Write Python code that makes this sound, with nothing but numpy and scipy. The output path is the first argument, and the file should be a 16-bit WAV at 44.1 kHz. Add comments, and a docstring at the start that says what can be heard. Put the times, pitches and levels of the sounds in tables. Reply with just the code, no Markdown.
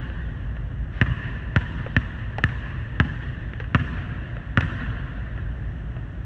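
"""Dribbling in a big gym

A basketball hits a sprung wooden floor seven times, close to a phone: each bounce is a sharp slap and a
falling thump, and the hall rings for seconds. Hands and shoes tap in between, and ventilation throbs
underneath. The microphone port rings near 1.8 kHz and a limiter holds the loudest peaks."""
import sys
import numpy as np
from scipy import signal
from scipy.fft import rfft, irfft, next_fast_len
from scipy.io import wavfile
from scipy.ndimage import uniform_filter1d, minimum_filter1d, map_coordinates

SR = 44100
rng = np.random.default_rng(int(sys.argv[2]) if len(sys.argv) > 2 else 0)


def store_pcm(level_fs):
    """Save levels as 16-bit WAV."""
    pcm = np.round(np.clip(level_fs, -1, 1) * 32767).astype(np.int16)
    wavfile.write(sys.argv[1], SR, np.atleast_2d(pcm).T)


N = 275625
T = np.arange(SR // 4) / SR  # the life of one hit [s]

# fan tones, close enough to beat: (pitch [Hz], relative level [dB])
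FAN_TONES = [(41.2, -13), (48.7, 0.5), (54.7, 0.5), (58.6, -4), (61.7, 0.5), (87.3, -7.5)]
# the hum's fader ride, weaker in mid-court: (time [s], level [dB])
HUM_RIDE = [(0, -29), (0.798, -29), (1.8, -33.5), (3.5, -33.5), (4.8, -32), (5.6, -29), (6.25, -35)]
# colour of the rushing air: (frequency [Hz], relative level [dB])
RUSH_SPECTRUM = [(20, -30), (35, -12), (50, -8.5), (85, -2.5), (120, 0), (180, -12), (260, -17), (450, -28),
                 (650, -28.5), (1000, -34), (2000, -42.5), (5000, -44.5), (8000, -33), (11000, -50)]
# the hall's diffuse tail: (frequency [Hz], t60 [s], level [dB])
HALL_TAIL = [(30, 1.4, -32), (60, 1.3, -9.5), (130, 0.88, -4), (278, 3.85, -7.5), (487, 4.8, -5.5),
             (630, 8.2, -1), (790, 2.3, -13.5), (1010, 3.4, 4), (1294, 2.5, -7), (1880, 4.5, -5),
             (2360, 3.5, -12), (2920, 3, -4.5), (4160, 3.2, -6.5), (5600, 1.5, -8.5), (8200, 1.7, -0.5),
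             (11000, .8, -16.5)]
# echoes off the ceiling and far wall: (delay [s], level [dB], t60 of the smear [s])
WALL_ECHOES = [(0.048, -15.5, 0.1), (.22, -17.5, 0.47)]
# hands on the ball and footfalls, levels before the trims in taps():
# (time [s], click [dB], knock pitch [Hz], knock [dB], scuff t60 [s])
TAP_CUES = [(0.1006, -27, 538, -51.5, 0.027), (0.5675, -28, 600, -48, 0.03),
            (1.864, -24.5, 542, -32.5, 0.012), (2.384, -18.5, 842, -27.5, 0.013),
            (3.535, -25, 396, -49, 0.014), (3.601, -22, 478, -36.5, 0.077),
            (3.6423, -27.5, 355, -60.5, 0.041), (4.368, -26.5, 560, -44, 0.05),
            (4.608, -14.5, 496, -42, 0.023), (5.362, -34.5, 365, -60, 0.023),
            (5.377, -28, 646, -46.5, 0.065), (5.9656, -28.5, 640, -44.5, 0.09)]
# the player's swing around the first bounce: (time [s], strength [0-1])
SWING_ENVELOPE = [(.9, 0), (.98, 1), (1.05, 0), (1.25, 0.7), (1.5, 0.15)]
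# ball on floor, levels before the trims in bounce(): (time [s], slap [dB], thump [dB], joists [dB],
# ping pitch [Hz], ping [dB], overtone [dB], board pitch [Hz], board [dB], tick [dB], hall send [dB])
BOUNCE_CUES = [(1.014, -15.5, -13.5, -23, 1766, -16, -10, 676, -24.5, -75.5, 1),
               (1.5619, -12.5, -12.5, -34, 1410, -16, -26.5, 978, -25, -69, -1),
               (1.9654, -10, -13.5, -22.5, 1784, -16, -9, 930, -34, -49, -7),
               (2.4391, -10, -16, -32.5, 1760, -16, -8, 566, -41.5, -44.5, -4),
               (3.0004, -14, -12, -22, 1610, -15.5, -24.5, 877, -25, -67.5, -1),
               (3.7471, -14, -12, -17, 1336, -13.5, -12.5, 725, -21, -75, 1.5),
               (4.574, -14.5, -13, -22, 1400, -10, -18, 735, -23, -75, 3)]
# modes of the air inside the ball: (pitch [Hz], level [dB], t60 [s])
BALL_AIR_MODES = [(1034, -51.5, 0.81), (1380, -53, .3), (1780, -57.5, 0.38), (2280, -59.5, 0.43),
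                  (2790, -50, 0.29)]
# resonances of the microphone port and case: (frequency [Hz], gain [dB])
MIC_PORT_EQ = [(600, -2), (950, -3.5), (1400, 4), (1620, 6.5), (1740, 10), (1850, 8.5), (2020, 1.5),
               (2300, -3.5), (2850, 1), (3500, -8.5), (4200, -17.5), (4900, -24.5), (5700, -20.5),
               (7300, -33.5), (10000, -38), (14000, -54.5)]


def amp(db):
    """Decibels to gain."""
    return 10 ** (np.asarray(db) / 20)


def unit(x):
    """Scale to rms 1."""
    return x / np.sqrt(np.mean(x ** 2) + 1e-20)


def along(points, hz):
    """Read a curve of (frequency [Hz], value) points on a log axis."""
    f, v = np.transpose(points)
    return np.interp(np.log(hz + 1), np.log(f + 1), v)


def add(track, s, x):
    """Mix x into the track from time s, which may lie before its start."""
    start = round(s * SR)
    x = x[max(-start, 0):len(track) - start]
    track[max(start, 0):][:len(x)] += x


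def equalise(x, points):
    """Minimum-phase EQ through (frequency [Hz], gain [dB]) points."""
    size = 2 * next_fast_len(len(x) // 2 + 4096, True)
    gain = amp(along(points, np.fft.rfftfreq(size, 1 / SR)))
    cepstrum = irfft(np.log(gain))
    cepstrum[1:size // 2] *= 2
    cepstrum[size // 2 + 1:] = 0
    return irfft(rfft(x, size) * np.exp(rfft(cepstrum)))[:len(x)]


def wobble(rate):
    """A smooth random curve, rate knots a second."""
    knots = rng.standard_normal(int(N * rate / SR) + 4)
    return map_coordinates(knots, [np.arange(N) * rate / SR])


def fade(t, t60):
    """Exponential decay by 60 dB in t60."""
    return np.exp(-np.log(1000) * t / t60)


def ring(hz, t60):
    """One damped mode."""
    return np.sin(2 * np.pi * hz * T) * fade(T, t60)


def burst(t60, delay=0):
    """A dying puff of noise with energy 1."""
    x = rng.standard_normal(len(T)) * fade(T, t60)
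    return np.pad(x / np.linalg.norm(x), (round(delay * SR), 0))[:len(T)]


def lowpass(x, hz):
    """Roll off the treble."""
    return signal.sosfilt(signal.butter(2, min(hz, SR / 3), fs=SR, output="sos"), x)


def ventilation(drift_hz=0.33, rush_db=-31):
    """The bed: slightly unsteady fan tones beat into a throb over a steady rush of air."""
    tones = 0
    for hz, db in FAN_TONES:
        turns = rng.random() + np.cumsum(hz + drift_hz * wobble(rate=2.51)) / SR
        tones += amp(db) * np.sin(2 * np.pi * turns)
    hum_db = np.interp(np.arange(N) / SR, *np.transpose(HUM_RIDE))
    rush = unit(equalise(rng.standard_normal(N), RUSH_SPECTRUM))
    return amp(hum_db) * unit(tones) + amp(rush_db) * rush


def hall(x, build_s=0.13, onset_dip=0.27, flutter_db=3):
    """The gym's reverb: a fresh diffuse tail that blooms and flutters, plus dull, smeared echoes."""
    hz, t, noise = signal.stft(rng.standard_normal(3 * SR), SR, nperseg=512)
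    # bunched reflections make the tail uneven
    patches = uniform_filter1d(rng.standard_normal(noise.shape), size=2, axis=0)
    patches = unit(uniform_filter1d(patches, size=5, axis=1))
    noise = noise * unit(amp(flutter_db * patches))
    band_hz, t60, db = np.transpose(HALL_TAIL)
    life = along(np.c_[band_hz, t60], hz)[:, None]
    gain = amp(along(np.c_[band_hz, db], hz))[:, None] * np.sqrt(2 * np.log(1000) / (life * SR))
    bloom = 1 - onset_dip * np.exp(-t / build_s)
    tail = signal.istft(noise * gain * fade(t, life) * bloom, SR, nperseg=512)[1]
    for delay, echo_db, smear in WALL_ECHOES:
        add(tail, delay, amp(echo_db) * lowpass(burst(smear), hz=4000))
    return signal.fftconvolve(x, tail)


def taps():
    """Palms catch the ball and shoes land: a click and a scuff over a hollow knock and a soft thud."""
    out = np.zeros(N)
    for s, click_db, knock_hz, knock_db, scuff_t60 in TAP_CUES:
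        bright_hz = 3200 * amp(1.4 * (click_db + 24))  # harder contact is brighter
        click = amp(click_db + 17) * lowpass(1. * (T == 0), bright_hz)
        click += amp(click_db - 12.5) * ring(hz=2660, t60=0.013)
        knock = amp(knock_db + 12.5) * (ring(knock_hz, 0.025) + 0.75 * ring(120, 0.057))
        scuff = amp(click_db + 18) * lowpass(burst(scuff_t60), bright_hz)
        thud = amp(knock_db + 38.5) * lowpass(burst(0.075), 900)
        add(out, s, click + knock + scuff + thud)
        add(out, s, hall(click + amp(-14.5) * knock))
    return out


def swish(db=-42):
    """Soft brushing that swells as the player swings into the first bounce, again after it, then lingers."""
    stroke = np.interp(np.arange(N) / SR, *np.transpose(SWING_ENVELOPE))
    noise = lowpass(rng.standard_normal(N), 5900)
    return amp(db) * stroke * unit(noise - lowpass(noise, 760))


def thump(first_hz=226, last_hz=63, glide_s=0.0071, swell_s=0.0063, lag_s=0.0012):
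    """Bending waves in the sprung floor: the high ones arrive first, so the pitch falls."""
    t = np.maximum(T - lag_s, 0)
    turns = last_hz * t + (first_hz - last_hz) * glide_s * (1 - np.exp(-t / glide_s))
    return np.sin(2 * np.pi * turns) * t / swell_s * np.exp(1 - t / swell_s)


def bounce(slap_db, thump_db, joist_db, ping_hz, ping_db, overtone_db, board_hz, board_db, tick_db):
    """The ball strikes the boards and sets the floor ringing; returns (close sound, hall send)."""
    # the skin slaps the floor and crackles as it spreads out
    slap = amp(slap_db + 25.5) * lowpass(1. * (T == 0), 9000)
    crackle = amp(slap_db + 15) * burst(0.016, delay=0.001)
    # a brief, bright, clipping-like tick on the sharpest bounces
    tick = amp(tick_db + 58.5) * np.diff(burst(0.0036), n=2, prepend=[0, 0])
    # a short ping near 1.3-1.8 kHz; the air inside the ball rings for longer
    ping = amp(ping_db - 0.5) * np.cos(2 * np.pi * ping_hz * T) * fade(T, 0.012)
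    overtone = amp(overtone_db) * ring(2660, 0.0048)
    ball_air = sum(amp(db + rng.normal(0, 2.5)) * ring(hz, t60) for hz, db, t60 in BALL_AIR_MODES)
    ball_air *= 1 - T / T[-1]
    # the floor gives way and its joists pick up the motion
    joists = amp(joist_db + 9.5) * ring(242, 0.071) * (1 - fade(T, 0.039))
    floor = amp(thump_db + 6) * thump() - joists
    # loose boards knock at once, rattle, and clap again as the ball lifts off
    knock = amp(board_db - 0.5) * ring(board_hz, 0.046)
    rattle_band = signal.butter(2, [480, 1300], "band", fs=SR, output="sos")
    rattle = amp(board_db + 40.5) * signal.sosfilt(rattle_band, burst(0.057))
    clap = amp(board_db + 30.5) * lowpass(burst(0.0079, delay=0.0093), 2100)
    body = ping + overtone + knock + floor
    close = body + lowpass(slap + crackle, 7700) + tick + ball_air + rattle + clap
    # the hall gets a smoother hit, with less fine grain and less ping
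    send = body + slap - 0.41 * ping + amp(-1.5) * ball_air + amp(-3.5) * clap
    return close, send


def dribble():
    """Seven bounces and their reverb; the hall still rings from one just before the start."""
    out = np.zeros(N)
    for s, *hit, send_db in BOUNCE_CUES:
        close, send = bounce(*hit)
        add(out, s, close)
        add(out, s, amp(send_db) * hall(send))
    _, earlier_send = bounce(*BOUNCE_CUES[4][1:-1])
    add(out, -0.3, amp(1.5) * hall(earlier_send))
    return out


def scene():
    """The mono mix: ball and player over the ventilation bed."""
    return (dribble() + taps() + swish() + ventilation())[None]


def record(dry, ceiling=0.66, top_hz=14000):
    """The phone: its port colours the sound, a fast limiter holds the peaks, and the very top is cut."""
    x = equalise(dry[0], MIC_PORT_EQ)
    needed_gain = np.minimum(1, ceiling / (np.abs(x) + 1e-9))
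    x = x * uniform_filter1d(minimum_filter1d(needed_gain, size=25), size=25)
    passband = np.fft.rfftfreq(N, 1 / SR) < top_hz
    return irfft(rfft(x) * passband, N)[None]


dry = scene()
out = record(dry)
store_pcm(out)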